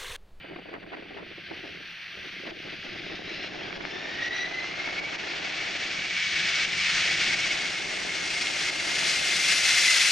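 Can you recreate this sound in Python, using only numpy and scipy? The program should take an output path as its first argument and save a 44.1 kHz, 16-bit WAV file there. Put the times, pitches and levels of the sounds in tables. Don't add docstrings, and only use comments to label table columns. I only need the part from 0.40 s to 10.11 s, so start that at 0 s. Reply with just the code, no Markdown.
import sys
import numpy as np
from scipy import signal
from scipy.fft import rfft, irfft, next_fast_len
from scipy.io import wavfile
from scipy.ndimage import uniform_filter1d

SR = 44100
rng = np.random.default_rng(int(sys.argv[2]) if len(sys.argv) > 2 else 0)


def waveform_to_disk(signal):
    frames = np.transpose(np.atleast_2d(signal))
    scaled = np.clip(frames, -1, 1) * 32767
    samples = np.round(scaled).astype(np.int16)
    wavfile.write(sys.argv[1], SR, samples)


N = 428211
TIME = np.arange(N) / SR

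# (time [s], distance [m])
DISTANCE_M = [(0, 890), (.6, 700), (1, 582), (2, 480), (3.5, 359), (5, 286), (6.6, 208), (7.4, 173),
              (8.2, 137), (9, 96.6), (9.71, 82.5)]


def gain_of(db):
    return 10 ** (np.asarray(db) / 20)


def evened(x):
    return x / np.sqrt(np.mean(x ** 2) + 1e-20)


def along(rows, t):
    s, *columns = np.transpose(rows)
    return [np.interp(t, s, c) for c in columns]


def read(points, hz):
    f, value = np.transpose(points)
    return np.interp(np.log(hz + 1), np.log(f + 1), value)


def bumps(rows):
    return sum(db * np.exp(-((TIME - s) / half) ** 2) for s, db, half in rows)


def wander(rate_hz):
    step = 64
    count = N // step + 2
    hz = np.fft.rfftfreq(count, step / SR)
    slow = irfft(rfft(rng.standard_normal(count)) / (1 + (hz / rate_hz) ** 4), count)
    return np.interp(np.arange(N) / step, np.arange(count), evened(slow))


def noise_frames(likeness, size):
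    hop = size // 4
    t = np.arange(N // hop + 5)[:, None] * hop / SR
    hz = np.fft.rfftfreq(size, 1 / SR)
    a, b, c, d = rng.standard_normal((4, len(t), len(hz)))
    same = np.clip(read(likeness, hz), -1, 1)
    left = a + 1j * b
    right = same * left + np.sqrt(1 - same ** 2) * (c + 1j * d)
    return t, hz, np.array([left, right])


def to_sound(z, shape, hz, band):
    size = 2 * (len(hz) - 1)
    inside = (hz > band[0]) & (hz < band[1])
    shape = shape / np.sqrt(np.sum(shape[..., inside] ** 2, -1, keepdims=True))
    frames = (z * shape).swapaxes(1, 2)
    return signal.istft(frames, nperseg=size, noverlap=size * 3 // 4)[1][:, :N]


def tone(hz, width_hz, steady):
    core = np.clip(steady, 0, 1)
    halo = wander(width_hz) + 1j * wander(width_hz)
    halo = halo * np.sqrt((1 - core ** 2) / uniform_filter1d(abs(halo) ** 2, size=3000))
    carrier = np.exp(2j * np.pi * np.cumsum(hz) / SR)
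    return np.sqrt(2) * ((core + halo) * carrier).real


def absorbed(hz, metres, air_db_per_m_khz2=.0015):
    return air_db_per_m_khz2 * (metres - 100) * (hz / 1000) ** 2


def ports(hz):
    # (frequency [Hz], left minus right [dB])
    balance_lr = [(500, 1), (2000, -0.2), (3000, 2), (4000, 4.5), (6000, 1), (8000, 4), (9500, 0),
                  (14000, 2)]
    lean_db = read(balance_lr, hz) / 2
    return gain_of(np.array([lean_db, -lean_db]))


def eddies(per_s, decay_s):
    strikes = (rng.random(N) < per_s / SR) * rng.uniform(0.29, 1, N)
    t = np.arange(SR // 10) / SR
    pulse = np.exp(-t / decay_s) - np.exp(-t / decay_s * 10)
    power = signal.oaconvolve(strikes, pulse)[:N]
    return evened(np.sqrt(abs(power)))


def thumps(per_s=42, length_s=0.0057, spread_db=5):
    gap, size = rng.uniform(-1, 1, (1000, 2)).T
    starts_s = np.cumsum(1 + .6 * gap) / per_s
    train = np.bincount((starts_s * SR).astype(int), gain_of(spread_db * size), N)[:N]
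    age = np.arange(SR // 20) / SR / length_s
    return evened(signal.oaconvolve(train, age ** 2 * np.exp(-age ** 2))[:N])


def wind(brighten=1.64, lumpy_db=2.0, wind_db=-0.5, crackle=0.42, gusty=0.65, deepen=2.5):
    # (time [s], level [dB])
    force_level = [(0, -52), (.7, -53), (1.2, -56), (2.4, -54), (3.2, -44.5), (4.4, -42.5), (5.3, -43),
                   (5.8, -48), (7.1, -43.5), (8.8, -42), (9.71, -53)]
    # (middle [s], depth [dB], 1/e half-width [s])
    lulls = [(.025, -21, 0.011), (.24, -10, .014), (.395, -7, 0.016), (.96, -25, 0.021), (1.04, -16, 0.035),
             (1.58, -37, .13), (1.93, -10, 0.061), (2.39, -11.5, .049), (5.82, -24, .055),
             (6.48, -30.5, 0.071)]
    # (middle [s], level [dB], half length [s], extra treble [dB])
    buffets = [(0.05, -44, .008, -1), (0.109, -42.5, 0.013, -5), (0.138, -44, 0.0059, -3),
               (0.164, -42, 0.0057, 10), (0.192, -43, 0.0067, -1), (0.219, -46.5, .006, 0),
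               (0.263, -43.5, 0.0073, -3), (0.293, -41.5, 0.0042, 7), (0.345, -41, .014, 6),
               (.368, -44, 0.011, 13), (0.436, -45, 0.0091, 13), (.466, -47.5, .006, -3),
               (0.536, -41, 0.017, 8), (0.575, -43, 0.011, 3), (0.6, -43, .006, -4),
               (0.629, -44.5, 0.0059, 1), (0.723, -42.5, .007, -2), (.744, -45.5, 0.0045, 6),
               (0.792, -43, 0.023, 9), (0.831, -43, 0.0058, 2), (0.917, -47, .007, -4),
               (.983, -44, 0.0038, 0), (1.116, -40, 0.0073, -11), (1.25, -46, 0.0117, 3),
               (1.296, -50, 0.0057, -2), (1.41, -54.5, 0.011, -16), (1.783, -48, 0.0098, -3),
               (1.855, -51.5, .012, -3.5), (2.068, -43, 0.0173, 11), (2.106, -44, 0.02, 8),
               (2.27, -46, 0.022, -6.5), (2.336, -45, .011, -5), (2.458, -46.5, 0.02, 9),
               (2.56, -43, 0.012, -4), (2.721, -41, .025, -8)]
    # (frequency [Hz], relative density [dB])
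    spectrum = [(30, -17.5), (70, -17), (170, -8), (250, -11), (340, 6), (480, -4.5), (650, 7),
                (1000, -3.5), (1800, -0.5), (3000, -14), (4200, -29), (5500, -43), (9000, -92)]
    # (frequency [Hz], correlation [0-1])
    likeness = [(150, 0.94), (350, 0.54), (600, 0.31), (1500, 0.1)]
    # (time [s], gain [dB])
    thud_level = [(0, 6), (1.3, 10.5), (2.8, 8), (4, 2.5), (6, 2), (7.5, 2.5), (9.71, 1)]

    unrest = np.interp(TIME, [2.4, 3.2], [1, .25])
    force = gain_of(along(force_level, TIME)[0] + bumps(lulls))
    force = force * gain_of(lumpy_db * unrest * wander(28) + 2.5)
    force = force * (1 + gusty * unrest * (thumps() - .85))

    edge_s = .002
    treble_db = np.zeros(N)
    for s, db, half_s, extra_db in buffets:
        blowing = (1 + np.tanh((half_s - abs(TIME - s)) / edge_s)) / 2
        force = force + blowing * (gain_of(db) - force)
        treble_db += extra_db * blowing

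    t, hz, z = noise_frames(likeness, size=512)
    force_db = np.interp(t, TIME, 20 * np.log10(force))
    octaves_up = np.log2(np.maximum(hz / 650, 1))
    reach_db = brighten * np.minimum(force_db + 41.5, 4) * octaves_up
    reach_db = reach_db + np.interp(t, TIME, treble_db) * hz ** 2 / (hz ** 2 + 1000 ** 2)
    deep_db = deepen * np.clip(force_db + 39, 0, 4) * np.interp(t, TIME, unrest)
    reach_db = reach_db + deep_db / (1 + (hz / 220) ** 4)
    sound = to_sound(z, gain_of(read(spectrum, hz) + reach_db), hz, (250, 1100))

    thud_band = signal.butter(2, [170, 480], "bandpass", fs=SR, output="sos")
    thud = signal.sosfiltfilt(thud_band, sound)
    sound = sound + thud * (gain_of(along(thud_level, TIME)[0]) - 1)

    flutter = 1 + crackle * (np.array([eddies(260, 0.0019), eddies(260, 0.0025)]) - 1)
    flutter = flutter * (1 + .5 * (unrest - .25) * (eddies(220, .0016) - .8))
    return sound * force * flutter * gain_of(wind_db)


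def ticks():
    # (time [s], level [dB], place [-1 right to 1 left])
    strikes = [(0.166, -40, .4), (.439, -41, .5), (0.465, -38, -0.36), (0.57, -37, -.5), (3.307, -27, .3),
               (3.328, -25, -0.68), (3.363, -27, 0.35), (3.378, -32, .5), (3.409, -29, -0.73),
               (3.44, -33, .5), (3.452, -21.5, .5)]
    # (frequency [Hz], level [dB], t60 [s])
    modes = [(1630, -2, 0.0067), (2170, 0, 0.0099), (2900, -28.5, .005), (3900, -29, .003)]
    out = np.zeros((2, N))
    t = np.arange(SR // 40) / SR
    ring = sum(gain_of(db - 60 * t / t60) * np.sin(2 * np.pi * hz * t) for hz, db, t60 in modes)
    ring = signal.sosfilt(signal.butter(6, 4500, fs=SR, output="sos"), ring)
    for s, db, place in strikes:
        start = round(s * SR)
        out[:, start:start + len(t)] += gain_of(db) * np.outer([1 + place, 1 - place], ring)
    return out


def roar(trim_db=5.5, unrest_db=1.2):
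    # (time [s], level [dB])
    level = [(0, -57), (.15, -58.5), (1.4, -61), (1.66, -67), (1.8, -61), (2.2, -57), (2.7, -55),
             (3.95, -56.5), (5.5, -58), (6.9, -52), (7.4, -57.5), (8.9, -55), (9.71, -59)]
    # (frequency [Hz], relative density [dB])
    spectrum = [(20, -4.5), (40, -12.5), (60, -17.5), (95, 2), (120, -8), (175, 4.5), (250, -10),
                (350, -6.5), (480, -14), (650, -15.5), (1000, -43.5), (2500, -61)]
    t, hz, z = noise_frames([(50, 1.0), (400, 0.74)], size=2048)
    sound = to_sound(z, gain_of(read(spectrum, hz)), hz, (60, 200))
    return sound * gain_of(along(level, TIME)[0] + trim_db + unrest_db * wander(11.0))


def fizz():
    # (time [s], level against the rush [dB])
    level = [(.8, -34), (1.1, -30), (1.75, -26.5), (3, -35), (3.5, -53), (5, -51)]
    t, hz, z = noise_frames([(8000, 0.45)], size=512)
    sound = to_sound(z, np.ones(len(hz)), hz, (0, SR / 2))
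    return sound * gain_of(along(level, TIME)[0])


def whines():
    # (time [s], pitch [Hz], level against the rush [dB])
    high = [(0, 6070, -35), (.4, 6000, -31), (.9, 5940, -30), (1.4, 5880, -24.5), (1.9, 5910, -23),
            (2.3, 6150, -34), (2.7, 6400, -35)]
    low = [(0, 4620, -16), (.4, 4600, -15), (.9, 4520, -20.5), (1.5, 4400, -18), (1.9, 4480, -23),
           (2.3, 4640, -19), (3, 5260, -16), (3.5, 5900, -26)]
    spooling = [(1.8, 3190, -28), (2.45, 3484, -21), (2.701, 3680, -11), (3.03, 4100, -9.5),
                (3.15, 4100, -23), (3.5, 5030, -22)]
    # (time [s], pitch [Hz], level against the rush [dB])
    idling = [(0, 2980, -3), (.15, 2910, -10), (.4, 2880, -13), (.7, 2800, -18)]
    out = np.zeros((2, N))
    for rows, width_hz in ((high, 85), (low, 210), (spooling, 180), (idling, 140)):
        hz, db = along(rows, TIME)
        inside_s = np.minimum(TIME - rows[0][0] + 0.073, rows[-1][0] - TIME)
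        sounding = np.clip(inside_s * 10, 0, 1)
        out += ports(hz) * gain_of(db) * tone(hz, width_hz, steady=0) * sounding
    return out


def fan(width_hz=32, waver=0.00403, flutter_db=1.5, breakup_db=2, skirt_width_hz=120, skirt_db=-6,
        overtone_flutter_db=3.3):
    # (time [s], blade passing rate [Hz])
    blade_rate = [(3.25, 1602), (3.55, 1788), (4.0, 1960), (4.6, 2243), (5.25, 2280), (5.8, 2256),
                  (6.6, 2252), (7.3, 2190), (8.5, 2148), (9.71, 2036)]
    # (time [s], level against the rush [dB])
    tone_level = [(3.15, -14), (3.28, -1), (3.45, -7), (3.6, -2), (3.72, 0.5), (3.86, 6), (3.96, 8),
                  (4.05, 8.5), (4.11, 1), (4.21, 8), (4.32, 2.5), (4.46, 5.5), (4.51, 0), (4.64, 2),
                  (4.75, -12), (5.1, -8), (5.38, -5), (5.55, -3.5), (5.72, 0), (6.1, -5), (6.25, -2),
                  (6.5, -6), (6.7, -5), (6.95, -5.5), (7.4, -4), (7.9, -1.5), (8.2, -3), (8.37, 0),
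                  (8.5, -5), (8.8, -3.5), (9.15, -3.5), (9.35, -7), (9.55, -0.5), (9.71, -11)]
    order_levels = [-3.5, -10.5, -12, -28.5, -33]
    # (speed ratio [1], relative level [dB])
    other_engines = [(.987, -10.5), (1.018, -12.5)]

    rate_hz = along(blade_rate, TIME)[0] * (1 + waver * wander(14.8))
    reversing = np.interp(TIME, [4.1, 5], [0, 1])
    level_db = along(tone_level, TIME)[0] + flutter_db * wander(9)
    level_db = level_db + reversing * breakup_db * (wander(40) - .4)
    metres, = along(DISTANCE_M, TIME)
    overtone_db = np.interp(TIME, [3.55, 3.82, 3.97, 4.45, 4.9], [8, -1.0, 1, -7.0, -12])
    joining_db = np.interp(TIME, [3.6, 3.85], [-6, 0])
    steady = .75 - .7 * reversing
    out = np.zeros((2, N))
    for k, order_db in enumerate(order_levels, 1):
        hz = k * rate_hz
        loss_db = absorbed(hz, metres) - absorbed(rate_hz, metres)
        blades = tone(hz, k * width_hz, steady)
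        blades += gain_of(skirt_db) * tone(hz, k * skirt_width_hz, steady=0)
        for ratio, engine_db in other_engines:
            blades += gain_of(engine_db + joining_db) * tone(hz * ratio, k * width_hz, steady / k)
        broken_db = (k > 1) * (overtone_db + overtone_flutter_db * (wander(30) - .4))
        out += ports(hz) * gain_of(level_db + order_db - loss_db + broken_db) * blades
    return out


def rush(patchy_db=0.61, ground_db=7, ground_hz=1700, ground_creep=0.58, veil_db=7, veil_hz=7000):
    # (frequency [Hz], relative density [dB])
    spectrum = [(100, -40), (400, -24.5), (700, -13.5), (1000, -18.5), (1400, -6.5), (2100, 1),
                (2800, -0.5), (3800, -4), (6000, -5), (7500, -12), (9200, -17.5), (11000, -27),
                (13500, -38.5), (15500, -57)]
    # (centre [Hz], full 1/e width [Hz], gain [dB])
    resonances = [(1510, 130, 0), (2640, 310, 1.5), (3500, 113, 5), (3680, 140, -3.5), (4100, 210, 3),
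                  (4690, 260, 3), (4970, 120, -3), (5257, 250, 2.5), (5880, 250, 0.5), (7300, 140, -0.5),
                  (7400, 160, 0.5), (7840, 200, -1), (8530, 200, 0.5), (9240, 180, 2.5), (10100, 180, 4),
                  (10700, 220, 3)]
    # (frequency [Hz], correlation [0-1])
    likeness = [(900, 1), (2000, 0.96), (4000, 0.88), (8000, 0.94), (14000, 1)]

    t, hz, z = noise_frames(likeness, size=512)
    metres, = along(DISTANCE_M, t)
    patches = uniform_filter1d(rng.standard_normal(z.shape[1:]), size=14, axis=0)
    patches = evened(uniform_filter1d(patches, size=12, axis=1))
    colour_db = sum(db * np.exp(-((hz - centre) / width * 2) ** 2) for centre, width, db in resonances)
    colour_db = colour_db * np.interp(metres, [100, 180], [1.3, .7])
    veiled_db = veil_db * np.interp(metres, [250, 450], [0, 1]) / (1 + (veil_hz / (hz + 1)) ** 16)
    ground_edge = hz / ground_hz / (metres / 450) ** ground_creep
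    grazing_db = ground_db * np.log10(metres / 100) / (1 + ground_edge ** 4)
    shape_db = read(spectrum, hz) + colour_db - absorbed(hz, metres)
    shape_db = shape_db - grazing_db - veiled_db + patchy_db * patches
    return to_sound(z * ports(hz)[:, None], gain_of(shape_db), hz, (2400, 3800))


def dips(fall_s=0.003):
    # (time [s], nominal depth [dB], recovery [s])
    drops = [(.355, -6, 0.037), (.435, -8, 0.037), (.55, -2, .025), (.795, -4.5, .06), (2.11, -7.5, 0.058),
             (2.79, -3.5, 0.073), (3.08, -5.5, 0.052), (3.375, -6.5, 0.034), (3.885, -7, 0.032),
             (4.6, -9, 0.0263), (4.761, -8, 0.03), (5.37, -2.5, 0.032), (5.66, -1.5, 0.048),
             (6.254, -6, 0.13), (6.755, -6, 0.02), (6.945, -5, 0.042), (8.302, -6.5, 0.022)]
    total_db = np.zeros(N)
    for s, db, recovery_s in drops:
        age_s = np.maximum(TIME - s, 0)
        total_db += db * (1 - np.exp(-age_s / fall_s)) * np.exp(-(age_s / recovery_s) ** 2)
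    return total_db


def arrival(far_shimmer_db=0.77, near_shimmer_db=0.93, level_100m_db=-28.5, spread_db_per_decade=20):
    # (middle [s], gain [dB], 1/e half-width [s])
    swells = [(0.42, -4.5, 0.52), (1.2, 0.5, 0.18), (1.66, 0.5, 0.081), (1.95, 1, 0.096),
              (2.55, 1.2, 0.067), (3.02, 3.5, 0.13), (3.35, -2, 0.35), (3.84, 3.5, 0.071),
              (3.97, 3.5, 0.026), (4.12, -2, 0.043), (4.57, 1.5, 0.017), (5.6, -1.5, 0.18),
              (6.08, -0.5, .1), (6.42, 8, 1.14), (6.5, 0.9, 0.11), (6.82, 0.7, 0.054), (6.91, -0.5, 0.039),
              (7.48, -5, 0.4), (8.14, -2.5, 0.044), (8.42, -3, 0.1), (8.69, 2.5, 0.049), (8.8, -1.5, 0.043),
              (9.1, 2, .05), (9.25, 1.5, 0.083), (9.37, -1, 0.036), (9.53, 3.5, 0.38)]
    metres, = along(DISTANCE_M, TIME)
    shimmer_db = np.interp(metres, [100, 400], [near_shimmer_db, far_shimmer_db])
    path_db = level_100m_db - spread_db_per_decade * np.log10(metres / 100)
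    return gain_of(path_db + bumps(swells) + dips() + shimmer_db * wander(37))


def scene(hiss_db=-80):
    lean_db = np.interp(TIME, [0, 8, 9.7], [-.4, -.1, .3])
    aircraft = (rush() + fizz() + fan() + whines()) * arrival()
    aircraft = aircraft * gain_of(np.array([lean_db, -lean_db]))
    hiss = gain_of(hiss_db) * rng.standard_normal((2, N))
    return aircraft + roar() + wind() + ticks() + hiss


def record(dry, edge_hz=15300):
    # (frequency [Hz], lead of left over right [rad])
    port_lead = [(170, 0.079), (350, 0.67), (560, 0.7), (800, 0.96), (1400, 0.083), (2000, 0), (3150, 0.54),
                 (4200, 0.023), (5400, 0.14), (6900, 0.59), (8300, .12), (10700, 0), (14600, 0.49)]
    size = next_fast_len(N + 4096)
    lead = read(port_lead, np.fft.rfftfreq(size, 1 / SR)) / 2
    turned = rfft(dry, size) * np.exp(1j * np.array([lead, -lead]))
    heard = irfft(turned, size)[:, :N]
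    lowpass = signal.firwin(511, edge_hz, window=("kaiser", 9), fs=SR)
    return signal.oaconvolve(heard, lowpass[None], "same")


dry = scene()
out = record(dry)
waveform_to_disk(out)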